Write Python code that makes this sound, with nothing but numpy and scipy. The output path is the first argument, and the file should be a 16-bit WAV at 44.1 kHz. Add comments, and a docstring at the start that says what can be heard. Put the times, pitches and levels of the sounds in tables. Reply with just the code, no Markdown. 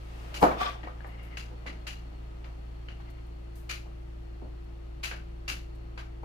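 """Close in a hard-walled kitchen a refrigerator hums throughout, over room air and a faint narrow whine.
Bright blade taps come first, then one heavy chop on a wooden board, a drag of the blade and a soft slide;
room noise swells around the chop. Faint treble rustles, a second slide, dull knocks and taps follow.
Taps are echo clouds of coloured noise, knocks add ringing board modes, drag and slides are resonant noise;
the refrigerator is a set of wavering sines, the rustles, the air and the whine are filtered noise."""
import sys
import numpy as np
from scipy import signal
from scipy.fft import rfft, irfft
from scipy.io import wavfile

SR = 44100
rng = np.random.default_rng(int(sys.argv[2]) if len(sys.argv) > 2 else 0)


def waveform_to_disk(signal):
    """Save audio, clipped to [-1, 1], as 16-bit WAV at the path in sys.argv[1]."""
    frames = np.transpose(np.atleast_2d(signal))
    scaled = np.clip(frames, -1, 1) * 32767
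    samples = np.round(scaled).astype(np.int16)
    wavfile.write(sys.argv[1], SR, samples)


N = 275184
EVENT_SIZE = 16384   # samples kept of each tap, knock or rustle


def from_db(db):
    """Decibels to gain."""
    return 10 ** (np.asarray(db) / 20)


def in_time(rows):
    """Columns of a curve table, joined by straight lines, at every sample."""
    s, *columns = np.transpose(rows)
    return [np.interp(np.arange(N) / SR, s, column) for column in columns]


def at_hz(points, hz):
    """A spectrum table read on a log-frequency axis."""
    table_hz, values = np.array(points).T
    return np.interp(np.log(hz), np.log(table_hz), values)


def drift(rate_hz):
    """Random wander: straight lines between normal draws of spread 1, rate_hz draws a second."""
    knots = rng.standard_normal(int(N / SR * rate_hz) + 2)
    return np.interp(np.arange(N) * rate_hz / SR, np.arange(len(knots)), knots)


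def split(x, centres_hz):
    """Overlapping frequency slices of x that add up to x."""
    hz, spectrum = np.maximum(np.fft.rfftfreq(N, 1 / SR), 1), rfft(x)
    return [irfft(spectrum * at_hz(list(zip(centres_hz, one)), hz), N) for one in np.eye(len(centres_hz))]


def humps(rings, hz, lift_db):
    """Power gain of resonances on a flat base; lift_db raises every ring's tabled level."""
    gain = 1
    for centre_hz, width_hz, db in rings:
        gain = gain + from_db(2 * (db + lift_db)) / (1 + (2 * (hz - centre_hz) / width_hz) ** 2)
    return gain


def diffuse(size, gain_at):
    """Stereo noise from all sides at rms 1, coloured by gain_at(Hz), its channels alike by frequency."""
    # likeness of the two microphones' noise: hz, correlation (1 alike, 0 unlike, -1 opposed)
    likeness = [(60, 0.8), (120, 1), (240, 0.45), (480, 0.26), (950, -0.56), (1890, -0.22), (3770, 0.071),
                (7520, 0.056), (15000, -0.057)]
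    # balance of the microphones: hz, left_right_db
    balance = [(100, 2), (500, -1), (1500, 2), (3000, 5), (5000, 8.5), (8000, 5), (15000, 0)]
    hz = np.maximum(np.fft.rfftfreq(size, 1 / SR), 1)
    alike = np.clip(at_hz(likeness, hz), -1, 1)
    mid, side = rfft(rng.standard_normal((2, size))) * gain_at(hz)
    pair = np.sqrt(1 + alike) * mid + np.sqrt(1 - alike) * side * [[1], [-1]]
    noise = irfft(pair * from_db(at_hz(balance, hz) * [[.5], [-.5]]), size)
    return noise / np.sqrt(np.mean(noise ** 2))


def echo(build_s, hold_s, t60_s):
    """The room fills, holds while early echoes arrive, then dies away by 60 dB in t60_s."""
    t = np.arange(EVENT_SIZE) / SR
    return (1 - np.exp(-t / build_s)) ** 2 * from_db(-60 * np.maximum(t - hold_s, 0) / t60_s)


def pan(left_right_db):
    """Gains of left and right, half the level difference each."""
    return from_db([[left_right_db / 2], [-left_right_db / 2]])


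def add(out, start_s, sound, left_right_db):
    """Lays a stereo sound into out at start_s."""
    at = round(start_s * SR)
    out[:, at:at + sound.shape[1]] += (sound * pan(left_right_db))[:, :N - at]


def knocks():
    """A blow swings the air, the board's modes ring briefly and the room carries a dull colour on."""
    # dull knocks on the board, some in close succession:
    # start_s, echo_level_db, ring_db (blow and modes over the echo), tilt_db_per_octave
    blows = [(.413, -29, -14, -1.5), (.423, -27.5, 2, -6), (0.429, -17.5, 2.5, -1.2), (.44, -26, 3.5, -0.5),
             (.467, -40, 0, -8), (.51, -35.5, -0.5, 6), (.617, -33, -3, 4.5), (0.837, -47.5, 3, -8.5),
             (0.873, -48, 7, 4), (1.0445, -47, -5, -0.6), (1.513, -50.5, -3, -7), (1.659, -48, 1, -7),
             (1.69, -48, -4.5, -8.5), (2.119, -57, -1, -12), (2.449, -52, -9, 5.5), (2.999, -55, -4, 8),
             (3.858, -54.5, -3, -3), (4.418, -43, -10, -9.5), (4.449, -52, -5, -7),
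             (5.114, -48.5, -9, -2.5), (5.499, -47.5, -9, -10.5), (5.976, -46.5, -6, 8),
             (6.233, -40.5, -2.5, -3)]
    # modes of the board before the knock's tilt and random spread: pitch_hz, level_db, t60_s
    modes = [(103, -18, 0.055), (209, -10, 0.08), (307, -4.5, 0.2), (389, -8, 0.031), (503, -8, 0.25),
             (583, -24, 0.26), (723, -5, 0.17), (814, 5.5, 0.032), (897, -8, 0.14), (1090, 2, 0.046),
             (1240, -28, .08), (2273, -15, 0.071)]
    # spectrum of the knock's echo before tilt: hz, relative_db (per Hz)
    room_colour = [(60, -27), (120, -22), (250, -10), (480, -7), (722, -4), (950, -6.5), (1250, -9),
                   (1870, -21.5), (2400, -27.5), (5000, -43), (9000, -54)]
    contact_s, contact_db = 0.0004, 9   # width of the swing; peak on the modes' level scale
    out, t = np.zeros((2, N)), np.arange(EVENT_SIZE) / SR
    mode_hz, mode_db, t60_s = np.transpose(modes)[:, :, None]
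    swing = (t - 2.49 * contact_s) / contact_s
    contact = from_db(contact_db) * (swing ** 2 - 1) * np.exp(-swing ** 2 / 2)
    lead_s = 0.00034 * np.array([[[0]], [[1]]])   # the modes run ahead in phase on the right
    onset = echo(0.00031, 1, 1)   # held past the event's end, so only the build-up acts
    room_decay = echo(0.0021, 0.0082, 0.33)
    for start_s, level_db, ring_db, tilt_db in blows:
        spread_db = rng.normal(0, 2.2, (len(modes), 1))
        strength = from_db(mode_db + tilt_db * np.log2(mode_hz / 600) + spread_db)
        modes_swing = np.sin(2 * np.pi * mode_hz * (t + lead_s))
        ringing = (strength * modes_swing * from_db(-60 * t / t60_s)).sum(axis=1)

        def colour(hz):
            octaves = np.log2(np.clip(hz, 80, 3000) / 600)
            return from_db(at_hz(room_colour, hz) + tilt_db * octaves)
        direct = from_db(ring_db) * (contact + onset * ringing)
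        room = room_decay * diffuse(EVENT_SIZE, colour)
        add(out, start_s, from_db(level_db) * (direct + room), left_right_db=0.2)
    return out


def taps():
    """A short direct click with a ragged cloud of echoes coloured by the blade; each tap has its own dullness."""
    # bright blade taps: start_s, echo_level_db, click_db (over the echo), dullness_db_per_octave,
    # ring_hz (a ring of its own), left_right_db
    tap_rows = [(0.3404, -39, 8, -0.3, 2880, -1.7), (0.4249, -39, 17.5, 0.5, 2380, -2.5),
                (0.831, -47.5, 11, 9.5, 1880, 0.5), (0.882, -52.5, 20, 21, 1230, 2),
                (1.0043, -65.5, 25.5, 18, 1700, 11), (1.044, -60.5, 25.5, 21, 1820, 10.5),
                (1.37, -41.5, 15, 1.4, 2750, 0), (1.6621, -41.5, 8, 5.5, 2020, -1),
                (1.867, -38.5, 10.5, 1.3, 2840, -0.5), (2.4424, -58.5, 19, 4.5, 2200, 0),
                (2.884, -50.5, 16.5, 8, 2900, 0), (3.691, -34.5, 0, 1, 2400, -0.5),
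                (5.03, -33, -1.5, 0.8, 2610, -0.5), (5.112, -41.5, 16, 7.5, 1570, -0.6),
                (5.478, -32.5, 9, 0.6, 2730, -1.2), (5.975, -47, 16, 4.5, 1540, -1.5)]
    # spectrum of the taps under the rings: hz, relative_db (per Hz)
    tap_colour = [(300, -49), (500, -14.5), (1000, -10), (1250, -4.5), (1820, -5.5), (2760, -4.5),
                  (3650, -12), (4700, -10), (5400, -14.5), (6930, -14), (8360, -23), (10400, -19),
                  (15500, -25.5)]
    # rings of the blade before lift and random spread: centre_hz, width_hz, level_db
    blade = [(1470, 74, -26), (2290, 55, -1.5), (2890, 180, -3), (4740, 120, -2), (4090, 200, -2),
             (5860, 260, -3), (7000, 250, -5), (9900, 300, -5.5)]
    # lows and the tap's own ring grow with dullness: dB per (dB per octave), and dB at zero dullness
    lows_per_dull, lows_db, ring_per_dull, ring_base_db = 0.55, -0.95, 0.7, 1
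    out = np.zeros((2, N))
    for start_s, level_db, click_db, dull_db, ring_hz, left_right_db in tap_rows:
        # ring levels vary slightly at random from tap to tap
        rings = np.array(blade) + rng.normal(0, 0.41, (len(blade), 1)) * [0, 0, 1]
        rings = [*rings, (ring_hz, 0.05 * ring_hz, ring_base_db + ring_per_dull * dull_db)]

        def colour(hz):
            octaves = np.log2(hz / 3000)
            treble_db = -dull_db * np.maximum(octaves, 0)
            bass_db = (lows_db + lows_per_dull * dull_db) * np.clip(-octaves, 0, 2.5)
            return from_db(at_hz(tap_colour, hz) + treble_db + bass_db) * np.sqrt(humps(rings, hz, lift_db=5.0))

        def click_colour(hz):
            return colour(hz) / (1 + (hz / 5000) ** 2)   # the click is softer in the treble
        # level wander of the cloud, one draw every 200 samples
        wander = np.interp(np.arange(EVENT_SIZE) / 200, np.arange(83), rng.standard_normal(83))
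        cloud = from_db(1.5 * wander) * echo(0.0022, 0.019, 0.3) * diffuse(EVENT_SIZE, colour)
        click = from_db(click_db) * echo(0.0012, 0, 0.025) * diffuse(EVENT_SIZE, click_colour)
        add(out, start_s, from_db(level_db) * (cloud + click), left_right_db)
    return out


def drag():
    """Friction in the resonances of blade and board; each range stutters on its own as the edge catches."""
    # level of the blade dragged over the wood: time_s, steel_level_db
    drag_level = [(0.555, -68), (0.575, -45), (0.603, -34), (0.617, -27), (0.639, -33.5), (0.687, -33.5),
                  (0.707, -39), (0.8, -56.5), (0.94, -83)]
    # spectrum of the rub under the rings: hz, relative_db (per Hz)
    drag_colour = [(300, -13), (700, -13), (1200, -3.5), (2000, -6), (3500, -11.5), (5500, -20.5),
                   (9000, -31), (15500, -35.5)]
    # rings of blade and board before lift: centre_hz, width_hz, level_db
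    drag_rings = [(720, 68, 10.5), (1159, 30, 7.5), (1590, 41, -4), (2450, 68, -3), (3200, 56, 0),
                  (3516, 64, 2), (4840, 63, -3), (5400, 91, -1), (5850, 48, -4)]
    board_db, grains_hz = -0.8, 1200   # board over steel; rate of fine catches of the edge
    steel_db, = in_time([(drag_level[0][0] - .05, -95), *drag_level])

    def colour(hz):
        return from_db(at_hz(drag_colour, hz)) * np.sqrt(humps(drag_rings, hz, lift_db=9.0))
    low, middle, *steel_bands = split(diffuse(N, colour), [800, 1300, 2200, 3500, 5500, 9000])
    catches = [from_db(3.0 * drift(90)) for _ in range(6)]
    board = from_db(steel_db + board_db) * (low * catches[0] + middle * catches[1]) * pan(3)
    grains = from_db(steel_db + 1.1 * drift(grains_hz))
    steel = grains * sum(band * catch for band, catch in zip(steel_bands, catches[2:]))
    return board + steel


def slide():
    """Soft friction heard mainly in a few resonances; each stroke rises fast, holds and fades."""
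    # blade sliding softly: start_s, length_s, level_db
    strokes = [(1.05, 0.35, -59), (3.084, 0.054, -64)]
    # rings of the slide before lift: centre_hz, width_hz, level_db
    slide_rings = [(1240, 140, -5), (2090, 170, 1.5), (2830, 76, -1.5)]
    rise_db_per_s, fall_db_per_s = 500, 164
    t, level = np.arange(N) / SR, 0
    for start_s, length_s, db in strokes:
        before_db = rise_db_per_s * np.maximum(start_s - t, 0)
        after_db = fall_db_per_s * np.maximum(t - start_s - length_s, 0)
        level = level + from_db(db - before_db - after_db)
    rub = diffuse(N, lambda hz: np.sqrt(humps(slide_rings, hz, lift_db=20)) / (1 + (hz / 4000) ** 4))
    return level * from_db(4.8 * drift(40.14)) * rub * pan(3)


def rustles():
    """Treble puffs of noise that start at once and die away."""
    # faint treble rustles, the first two around the chop: start_s, level_db (at the start), t60_s
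    rustle_rows = [(.404, -45, 0.32), (.42, -44, .25), (1.066, -61.5, 0.2), (1.227, -61.5, 0.34),
                   (3.1, -55, 0.051), (3.265, -64.5, .05), (3.553, -56, 0.42), (4.64, -68, 0.067),
                   (5.75, -66, .1)]
    # spectrum of the rustles: hz, relative_db (per Hz)
    rustle_colour = [(3000, -9), (7000, -8), (11000, -4), (15500, -4.5)]
    out = np.zeros((2, N))
    for start_s, level_db, t60_s in rustle_rows:
        puff = diffuse(EVENT_SIZE, lambda hz: from_db(at_hz(rustle_colour, hz)))
        add(out, start_s, from_db(level_db) * echo(.001, 0, t60_s) * puff, left_right_db=.3)
    return out


def refrigerator():
    """Compressor lines; standing waves give each its own balance and lag between the microphones."""
    # steady lines: pitch_hz, level_db (rms), left_right_db, left_lead_rad, waver_db
    lines = [(32.6, -51, 0, .12, 1.5), (57.45, -41.8, .3, .06, .6), (114.9, -53.5, .5, .03, 1.5),
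             (143, -66, 0, 0, 1.8), (172.4, -63, 0, -.3, 1.8), (240, -70, 5, 0, 1.5),
             (276, -73, -5, 0, 1.5), (287.3, -69, -4, 0, 1.5), (402.2, -73, 4, -2.5, 1.5),
             (459.6, -72, 3, 1.5, 1.5)]
    # the sixth line shifts sideways as the microphones turn in its standing wave: time_s, left_right_db
    sixth_shift = [(0, 5), (.7, 0), (2.7, 1.5), (3.5, 5.5), (5, 7.5), (6.24, 9.5)]
    sixth_hz, sixth_db, sixth_lead_rad = 344.7, -57, 2.35   # level is rms when centred; left leads
    left_share = 0.7   # share of the shift that the left side gains
    t = np.arange(N) / SR

    def line(hz, lead_rad):
        phase = 2 * np.pi * (hz * t + rng.random()) + np.array([[lead_rad], [0]])
        return np.sqrt(2) * np.sin(phase)   # rms 1
    shift_db, = in_time(sixth_shift)
    side_db = np.array([[left_share], [left_share - 1]]) * shift_db
    out = from_db(sixth_db + side_db + 0.88 * drift(2.46)) * line(sixth_hz, sixth_lead_rad)
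    for hz, db, left_right_db, lead_rad, waver_db in lines:
        out = out + from_db(db + waver_db * drift(2.32)) * pan(left_right_db) * line(hz, lead_rad)
    return out


def air():
    """Room noise with steady bass; the part above it changes slowly in level and tilt."""
    # room noise above the bass, swelling around the heavy chop: time_s, level_db, tilt_db_per_octave
    swell = [(0.0, -47.5, 1.6), (0.22, -43.5, 2), (0.4, -37, 0), (0.53, -32, -2.5), (0.82, -44.5, 0),
             (1.37, -46, 0.36), (2.28, -48, 0.66), (3.42, -50, 0.9), (6.24, -49.5, 0.5)]
    # spectrum of the air before the swell: hz, relative_db (per Hz)
    air_colour = [(20, -4.5), (35, -8), (70, 4.5), (110, 0), (160, 2), (220, -9.5), (320, -11),
                  (450, -15.5), (900, -17.5), (1700, -25.5), (3200, -31), (5500, -40), (8500, -45.5),
                  (15500, -50.5)]
    # room resonances: centre_hz, width_hz, level_db (over the air)
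    air_rings = [(715, 410, 1), (1270, 63, 4.5), (2000, 480, -0.3), (2750, 410, 2)]
    level_db, tilt_db = in_time(swell)

    def colour(hz):
        return from_db(at_hz(air_colour, hz)) * np.sqrt(humps(air_rings, hz, lift_db=0))
    bass, *bands = split(diffuse(N, colour), [150, 600, 2400, 9600])
    out = from_db(-55.5) * bass
    for k, band in enumerate(bands):   # bands lie two octaves apart
        out = out + from_db(level_db + 2 * k * tilt_db + 0.23 * drift(4.1)) * band
    return out


def whine():
    """Noise squeezed into one narrow band."""
    # a faint narrow whine: time_s, level_db
    whine_level = [(0, -77.5), (3.4, -74.5), (4, -79), (6.24, -77.5)]
    centre_hz, width_hz = 4330, 170
    level_db, = in_time(whine_level)
    narrow = diffuse(N, lambda hz: 1 / (1 + (2 * (hz - centre_hz) / width_hz) ** 2))
    return from_db(level_db + 2.0 * drift(4.7)) * narrow


def scene():
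    """All sources, knife first and room last."""
    knife = knocks() + taps() + drag() + slide()
    return knife + rustles() + refrigerator() + air() + whine()


def record(dry):
    """A steep low-pass cuts the top above 16 kHz."""
    return signal.sosfilt(signal.cheby2(20, 70, 16000, fs=SR, output="sos"), dry)


dry = scene()
out = record(dry)
waveform_to_disk(out)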